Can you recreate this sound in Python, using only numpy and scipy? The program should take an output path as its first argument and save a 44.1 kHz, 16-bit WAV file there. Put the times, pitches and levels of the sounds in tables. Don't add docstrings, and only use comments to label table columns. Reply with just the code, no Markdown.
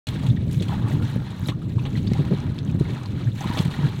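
import sys
import numpy as np
from scipy import signal
from scipy.fft import rfft, irfft
from scipy.io import wavfile
from scipy.ndimage import uniform_filter1d

SR = 44100
rng = np.random.default_rng(int(sys.argv[2]) if len(sys.argv) > 2 else 0)


def file_out(sig):
    cols = np.atleast_2d(sig).T
    lim = np.clip(cols, -1, 1)
    pcm = np.round(lim * 32767).astype(np.int16)
    wavfile.write(sys.argv[1], SR, pcm)


N = 176400
T = np.arange(N) / SR


def from_db(db):
    return 10 ** (np.asarray(db) / 20)


def unit_rms(x):
    return x / np.sqrt(np.mean(x ** 2) + 1e-20)


def envelope(rows):
    return from_db(np.interp(T, *np.transpose(rows)))


def coloured(x, spectrum):
    hz, db = np.transpose(spectrum)
    shape = np.interp(np.log(np.arange(N // 2 + 1) * SR / N + 1), np.log(hz), db)
    cepstrum = irfft(np.log(from_db(shape)), N)
    cepstrum[1:N // 2] *= 2
    cepstrum[N // 2 + 1:] = 0
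    return unit_rms(irfft(rfft(x) * np.exp(rfft(cepstrum)), N))


def drift(corner_hz):
    step, settle = 40, 2000
    pole = np.exp(-2 * np.pi * corner_hz * step / SR)
    noise = rng.standard_normal(N // step + settle + 2)
    slow = signal.lfilter([1], [1, -2 * pole, pole * pole], noise)[settle:]
    return np.interp(np.arange(N) / step, np.arange(len(slow)), unit_rms(slow))


def evened(x, span_s):
    size = max(int(span_s * SR), 2)
    power = uniform_filter1d(uniform_filter1d(x ** 2, size), size)
    return x / np.sqrt(np.abs(power) + 1e-9)


def add(out, start_s, sound):
    i = int(np.clip(start_s * SR, 0, N - 1))
    out[i:i + len(sound)] += sound[:N - i]


def patter(per_s, spread_db, clump_db):
    sizes = from_db(spread_db * np.minimum(rng.exponential(1, N), 4.5)) * rng.choice([-1, 1], N)
    hits = rng.random(N) < per_s / SR
    return unit_rms(hits * sizes * from_db(clump_db * drift(142)))


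def resonator(x, hz, cycles):
    radius, angle = from_db(-60 * hz / (cycles * SR)), 2 * np.pi * hz / SR
    feedback = [1, -2 * radius * np.cos(angle), radius * radius]
    return signal.lfilter([1, 0, -1], feedback, x + 1e-18) * (1 - radius)


def bubble(hz, t60, rise=0.064):
    t = np.arange(int(t60 * SR) + 2) / SR
    phase = 2 * np.pi * hz * (t + rise * t * t / (2 * t60))
    attack = 1 - np.exp(-t * hz)
    return np.sin(phase) * from_db(-60 * t / t60) * attack


def swarm(per_s, low_hz, high_hz, cycles, spread_db):
    out, candidates = np.zeros(N), 4000
    for when, pitch, size, life, chance in rng.random(size=(candidates, 5)):
        if chance < per_s * N / SR / candidates:
            hz = low_hz * (high_hz / low_hz) ** pitch
            gain = from_db(spread_db * min(-np.log(size), 4))
            add(out, when * N / SR, gain * bubble(hz, cycles * (.5 + life) / hz))
    return evened(out, 0.11)


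# f/Hz, level/dB
SEA_SPECTRUM = [(300, 9), (800, 1), (1600, -15), (3700, -8), (5000, -13), (9000, -36.5), (15500, -15)]

def sea():
    return from_db(-67.5) * coloured(rng.standard_normal(N), SEA_SPECTRUM)


# t/s, level/dB
WIND_LEVEL = [(0.08, -27), (0.25, -23), (0.31, -22), (0.37, -26), (0.5, -22.5), (0.6, -25.5), (0.67, -25.5),
              (0.79, -23), (0.85, -29), (1.02, -20), (1.08, -28), (1.21, -26), (1.26, -33.5), (1.38, -34),
              (1.43, -27.5), (1.6, -27), (1.9, -25.5), (2.1, -24), (2.38, -28.5), (2.48, -22),
              (2.55, -29.5), (2.7, -23.5), (2.95, -27), (3.04, -32.5), (3.13, -24.5), (3.29, -27.5),
              (3.36, -30), (3.75, -29.5), (3.84, -22.5), (3.94, -31.5), (4.0, -27.5)]
# f/Hz, level/dB
RUMBLE_SPECTRUM = [(12, -30.5), (25, -19.5), (55, -17), (75, -9), (100, -0.5), (122, 0.5), (160, -3),
                   (210, -10.5), (300, -19.5), (450, -42), (800, -62), (1600, -100)]
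RUSH_SPECTRUM = [(90, -30.5), (200, 3.5), (300, 1), (420, -7.5), (600, -17), (1000, -33.5), (2500, -76.5)]

def wind():
    gusts = envelope(WIND_LEVEL) * from_db(drift(4.1))
    rumble = evened(coloured(rng.standard_normal(N), RUMBLE_SPECTRUM), 0.083)
    rush = coloured(rng.standard_normal(N) * from_db(2.54 * drift(37)), RUSH_SPECTRUM)
    return from_db(1) * gusts * rumble + from_db(-37) * unit_rms(gusts) * rush


# t/s, level/dB, width/s, f/Hz, puff level/dB
EDDIES = [(.298, -10.5, 0.022, 123, -44), (.497, -17.5, 0.0087, 165, -47), (.579, -13.5, 0.0063, 131, -40),
          (.612, -21.5, 0.011, 180, -28.5), (.843, -15.5, 0.023, 115, -36.5), (.943, -22, 0.008, 134, -30),
          (1.163, -12, 0.003, 161, -24.5), (1.431, -13, 0.0036, 141, -47), (1.495, -14.5, 0.0054, 131, -40),
          (1.771, -13, 0.011, 118, -34.5), (2.119, -8, 0.0031, 158, -19), (2.200, -12, 0.0091, 149, -23),
          (2.321, -13.5, 0.009, 166, -19.5), (2.335, -18, 0.0017, 460, -32),
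          (2.344, -15.5, 0.0072, 143, -28), (2.751, -17.5, 0.0066, 156, -28),
          (2.812, -12.5, 0.0027, 140, -19), (3.284, -13.5, 0.011, 116, -42), (3.460, -16, 0.0044, 163, -28),
          (3.503, -11.5, 0.0015, 191, -40), (3.603, -8, 0.0038, 157, -25.5),
          (3.660, -11.5, 0.0031, 141, -26.5), (3.683, -13, 0.0026, 153, -42),
          (3.794, -13, 0.0031, 172, -30.5), (3.853, -12, 0.0089, 150, -29)]

def eddies():
    out = np.zeros(N)
    puff = evened(coloured(rng.standard_normal(N), RUSH_SPECTRUM), 0.093)
    for centre_s, db, width_s, hz, puff_db in EDDIES:
        near = np.abs(T - centre_s) < 4 * width_s
        t = T[near] - centre_s
        swing = from_db(db) * np.cos(2 * np.pi * (hz * t + rng.random()))
        out[near] += np.exp(-.5 * (t / width_s) ** 2) * (swing + from_db(puff_db) * puff[near])
    return out


# t/s, level/dB
GURGLE_LEVEL = [(0.08, -53.5), (0.19, -49), (0.25, -41.5), (0.32, -57), (0.58, -68), (0.71, -35.5),
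                (0.82, -43.5), (0.91, -37.5), (1.0, -45), (1.45, -47), (1.58, -54), (1.75, -58),
                (1.87, -46.5), (2.06, -62), (2.16, -43.5), (2.47, -43.5), (2.54, -51.5), (2.79, -49.5),
                (2.98, -41), (3.1, -52.5), (3.24, -46), (3.32, -61.5), (3.42, -40.5), (3.58, -32.5),
                (3.63, -42.5), (3.85, -39.5), (4.0, -51.6)]
# f/Hz, level/dB
CHURN_SPECTRUM = [(120, -27), (300, 4), (500, 1), (800, -1.5), (1150, -3.5), (1700, -16), (3000, -33.5)]

def gurgle():
    bubbles = swarm(per_s=480, low_hz=711, high_hz=1896, cycles=17, spread_db=2.5)
    churn = evened(coloured(patter(per_s=1200, spread_db=2, clump_db=5.5), CHURN_SPECTRUM), 0.2)
    return (from_db(-3.5) * bubbles + from_db(-6) * churn) * envelope(GURGLE_LEVEL)


# t/s, level/dB
SPRAY_LEVEL = [(0.08, -52.5), (0.19, -61.5), (0.27, -55), (0.4, -68.5), (0.54, -52), (0.63, -54),
               (0.85, -63.5), (0.92, -52.5), (0.99, -62.5), (1.05, -55.5), (1.22, -64), (1.33, -63),
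               (1.48, -48.5), (1.56, -72), (1.75, -65.5), (1.87, -60.5), (2.15, -60.5), (2.53, -69),
               (2.75, -65.5), (2.93, -59.5), (3.12, -65), (3.32, -64), (3.39, -48.5), (3.48, -59.5),
               (3.58, -46), (3.63, -54), (3.9, -62), (4.0, -56)]
# f/Hz, level/dB
SPRAY_SPECTRUM = [(2500, -6), (4800, -5), (6500, 2.5), (8500, -1), (11000, -2), (15500, 3)]

def spray(spurts):
    pitches = np.geomspace(4300, 13500, num=18)
    pings = sum(resonator(patter(3200 / len(pitches), spread_db=3.5, clump_db=7.5), hz, cycles=16)
                for hz in pitches)
    droplets = unit_rms(pings) + from_db(-5) * rng.standard_normal(N)
    mist = from_db(-3) * evened(coloured(droplets, SPRAY_SPECTRUM), 0.052)
    tinkle = from_db(-5) * swarm(per_s=460, low_hz=4980, high_hz=10000, cycles=17, spread_db=3.5)
    return (mist + tinkle) * envelope(SPRAY_LEVEL) * from_db(2 * spurts)


# t/s, level/dB
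SPLASH_LEVEL = [(0.08, -40.5), (0.19, -45.5), (0.29, -47), (0.34, -53.5), (0.42, -51.5), (0.61, -49),
                (0.73, -44.5), (0.86, -48), (0.92, -49), (0.99, -48.5), (1.07, -44), (1.22, -52),
                (1.27, -47.5), (1.47, -49.5), (1.56, -59), (1.75, -55.5), (1.87, -51), (2.06, -51),
                (2.18, -45.5), (2.42, -47), (2.53, -55), (2.59, -51.5), (2.78, -55), (2.9, -44),
                (3.0, -46.5), (3.11, -51.5), (3.22, -47), (3.33, -55), (3.39, -41.5), (3.57, -41),
                (3.64, -44.5), (3.74, -42), (4.0, -46)]
# f/Hz, level/dB
SPLASH_SPECTRUM = [(500, -7), (900, 0.5), (1600, -2), (2600, -2), (3400, 0), (4000, 0), (4900, -14),
                   (7000, -17), (10000, -24.5), (15500, -46)]

def splash(spurts):
    impacts = patter(per_s=1500, spread_db=4.5, clump_db=5)
    wash = from_db(4.5) * rng.standard_normal(N)
    body = from_db(-1.5) * evened(coloured(impacts + wash, SPLASH_SPECTRUM), 0.052)
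    fizz = from_db(-6.5) * swarm(per_s=300, low_hz=1552, high_hz=4540, cycles=25, spread_db=1.5)
    return (body + fizz) * envelope(SPLASH_LEVEL) * from_db(1.8 * spurts)


# t/s, level/dB, f/Hz
PLINKS = [(0.123, -35, 1100), (.237, -27, 590), (0.251, -36, 910), (.300, -31.5, 3540), (.364, -36, 3600),
          (.370, -34, 1860), (.599, -29, 3740), (.625, -31, 4100), (0.694, -30, 1010), (.729, -24, 815),
          (.872, -30, 816), (1.024, -34, 1390), (1.459, -29.5, 3900), (1.518, -31, 1070),
          (1.618, -42, 1226), (1.782, -29, 1060), (1.795, -33.5, 2540), (1.954, -29, 1980),
          (1.966, -34.5, 4060), (2.071, -31, 3550), (2.073, -31, 4430), (2.134, -31, 2180),
          (2.152, -31, 784), (2.676, -38, 3220), (2.696, -37.5, 2500), (2.853, -33, 2130),
          (1.839, -47, 6100), (2.630, -50, 6140), (3.243, -43.5, 5770), (3.053, -32.5, 980),
          (3.272, -33, 1660), (3.318, -37.5, 3530), (3.409, -25.5, 764), (3.441, -25, 1000),
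          (3.511, -26, 974), (3.74, -27.5, 1870), (3.883, -32, 3450)]

def drops(gap_s=0.0043, loss_db=4.5, pitch_spread=0.1095, spatter_fall_s=0.0098):
    out = np.zeros(N)
    spatter = coloured(patter(per_s=5000, spread_db=2.5, clump_db=9), SPLASH_SPECTRUM)
    for start_s, db, hz in PLINKS:
        gain = from_db(db + 0.5)
        t60 = 0.022 * (2000 / hz) ** 0.58
        for k, (late, detune) in enumerate(rng.random(size=(3, 2))):
            pitch = hz * (1 + pitch_spread * k * (2 * detune - 1))
            delay_s = k * gap_s * (.5 + late)
            add(out, start_s + delay_s, gain * from_db(-loss_db * k) * bubble(pitch, t60))
        impact = spatter[int(start_s * SR):][:SR // 20]
        decay = np.exp(-T[:len(impact)] / spatter_fall_s)
        add(out, start_s, gain * from_db(-15.5) * impact * decay)
    return out


# t/s, level/dB, decay time/s, treble gain/dB
SHEETS = [(0.067, -33.5, 0.0057, 18), (0.086, -32.5, 0.003, 20), (0.264, -33.5, .006, 11),
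          (0.512, -36, 0.0014, 24.5), (0.543, -46.5, 0.0043, 23.5), (0.622, -37.5, 0.011, 14.5),
          (0.682, -42.5, 0.01, 17.5), (0.906, -37.5, 0.031, -3), (1.4846, -24, 0.0054, 7.5),
          (1.489, -25, 0.0097, -6), (1.852, -30, 0.015, -12), (1.974, -39.5, 0.012, 9),
          (2.118, -35, 0.003, 10), (2.797, -42, 0.0016, 24), (3.571, -26, 0.023, -4),
          (3.650, -40, 0.0052, 19), (3.709, -41, 0.022, 9.5)]
# f/Hz, level/dB
SLAP_SPECTRUM = [(70, 0), (140, 10), (300, 21.5), (700, 11.5), (1500, 2.5), (2400, 6), (3400, 7.5),
                 (4200, 3), (5000, -14.5), (8000, -11.5), (15500, -29)]

def slaps(attack_s=0.0022, crossover_hz=4900):
    burst = evened(coloured(patter(per_s=9000, spread_db=3, clump_db=1), SLAP_SPECTRUM), .004)
    treble = signal.sosfilt(signal.butter(2, crossover_hz, "high", fs=SR, output="sos"), burst)
    body = signal.sosfilt(signal.butter(2, crossover_hz, "low", fs=SR, output="sos"), burst)
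    out = np.zeros(N)
    for start_s, db, fall_s, treble_db in SHEETS:
        near = (T > start_s) & (T < start_s + 10 * fall_s)
        t = T[near] - start_s
        shape = np.minimum(t / attack_s, 1) * np.exp(-t / fall_s)
        slap = body[near] - from_db(treble_db) * treble[near]
        out[near] += from_db(db) * shape * slap
    return out


# t/s, peak level/dB, f/Hz
CONTACTS = [(2.1346, -26.5, 4700), (2.403, -32.5, 4660), (2.5828, -33, 2960), (2.588, -27, 3700),
            (2.596, -41, 4200), (2.650, -36, 6500), (3.408, -29, 6000), (2.714, -39.5, 6000),
            (2.811, -35, 3800), (3.034, -34, 6000), (3.059, -31.5, 4000), (3.5864, -23, 3260),
            (3.5907, -14, 3400)]

def ticks(spatter_fall_s=0.0012):
    out, t = np.zeros(N), T[:SR // 20]
    impulse = t == 0
    for start_s, db, hz in CONTACTS:
        spatter = from_db(-16.5) * rng.standard_normal(len(t)) * np.exp(-t / spatter_fall_s)
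        lowpass = signal.butter(2, min(2 * hz, SR / 3), fs=SR, output="sos")
        tick = resonator(signal.sosfilt(lowpass, impulse + spatter), hz, cycles=9.2)
        add(out, start_s, from_db(db) * tick / np.abs(tick).max())
    return out


def hull_echo(x, t60=0.029, delay_s=.002):
    t = T[:SR // 8]
    echoes = rng.standard_normal(len(t)) * from_db(-60 * t / t60) * (t > delay_s)
    return signal.fftconvolve(x, echoes / np.linalg.norm(echoes))[:N]


def scene():
    spurts = drift(26)
    water = splash(spurts) + spray(spurts) + gurgle() + drops() + slaps() + ticks()
    return (sea() + wind() + eddies() + water + from_db(-9.5) * hull_echo(water))[None]


def record(dry):
    start_s, fade_s, stopband_hz = .069, .002, 16600
    gate = np.clip((T - start_s) / fade_s, 0, 1)
    return signal.sosfilt(signal.cheby2(20, 80, stopband_hz, fs=SR, output="sos"), dry * gate)


dry = scene()
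out = record(dry)
file_out(out)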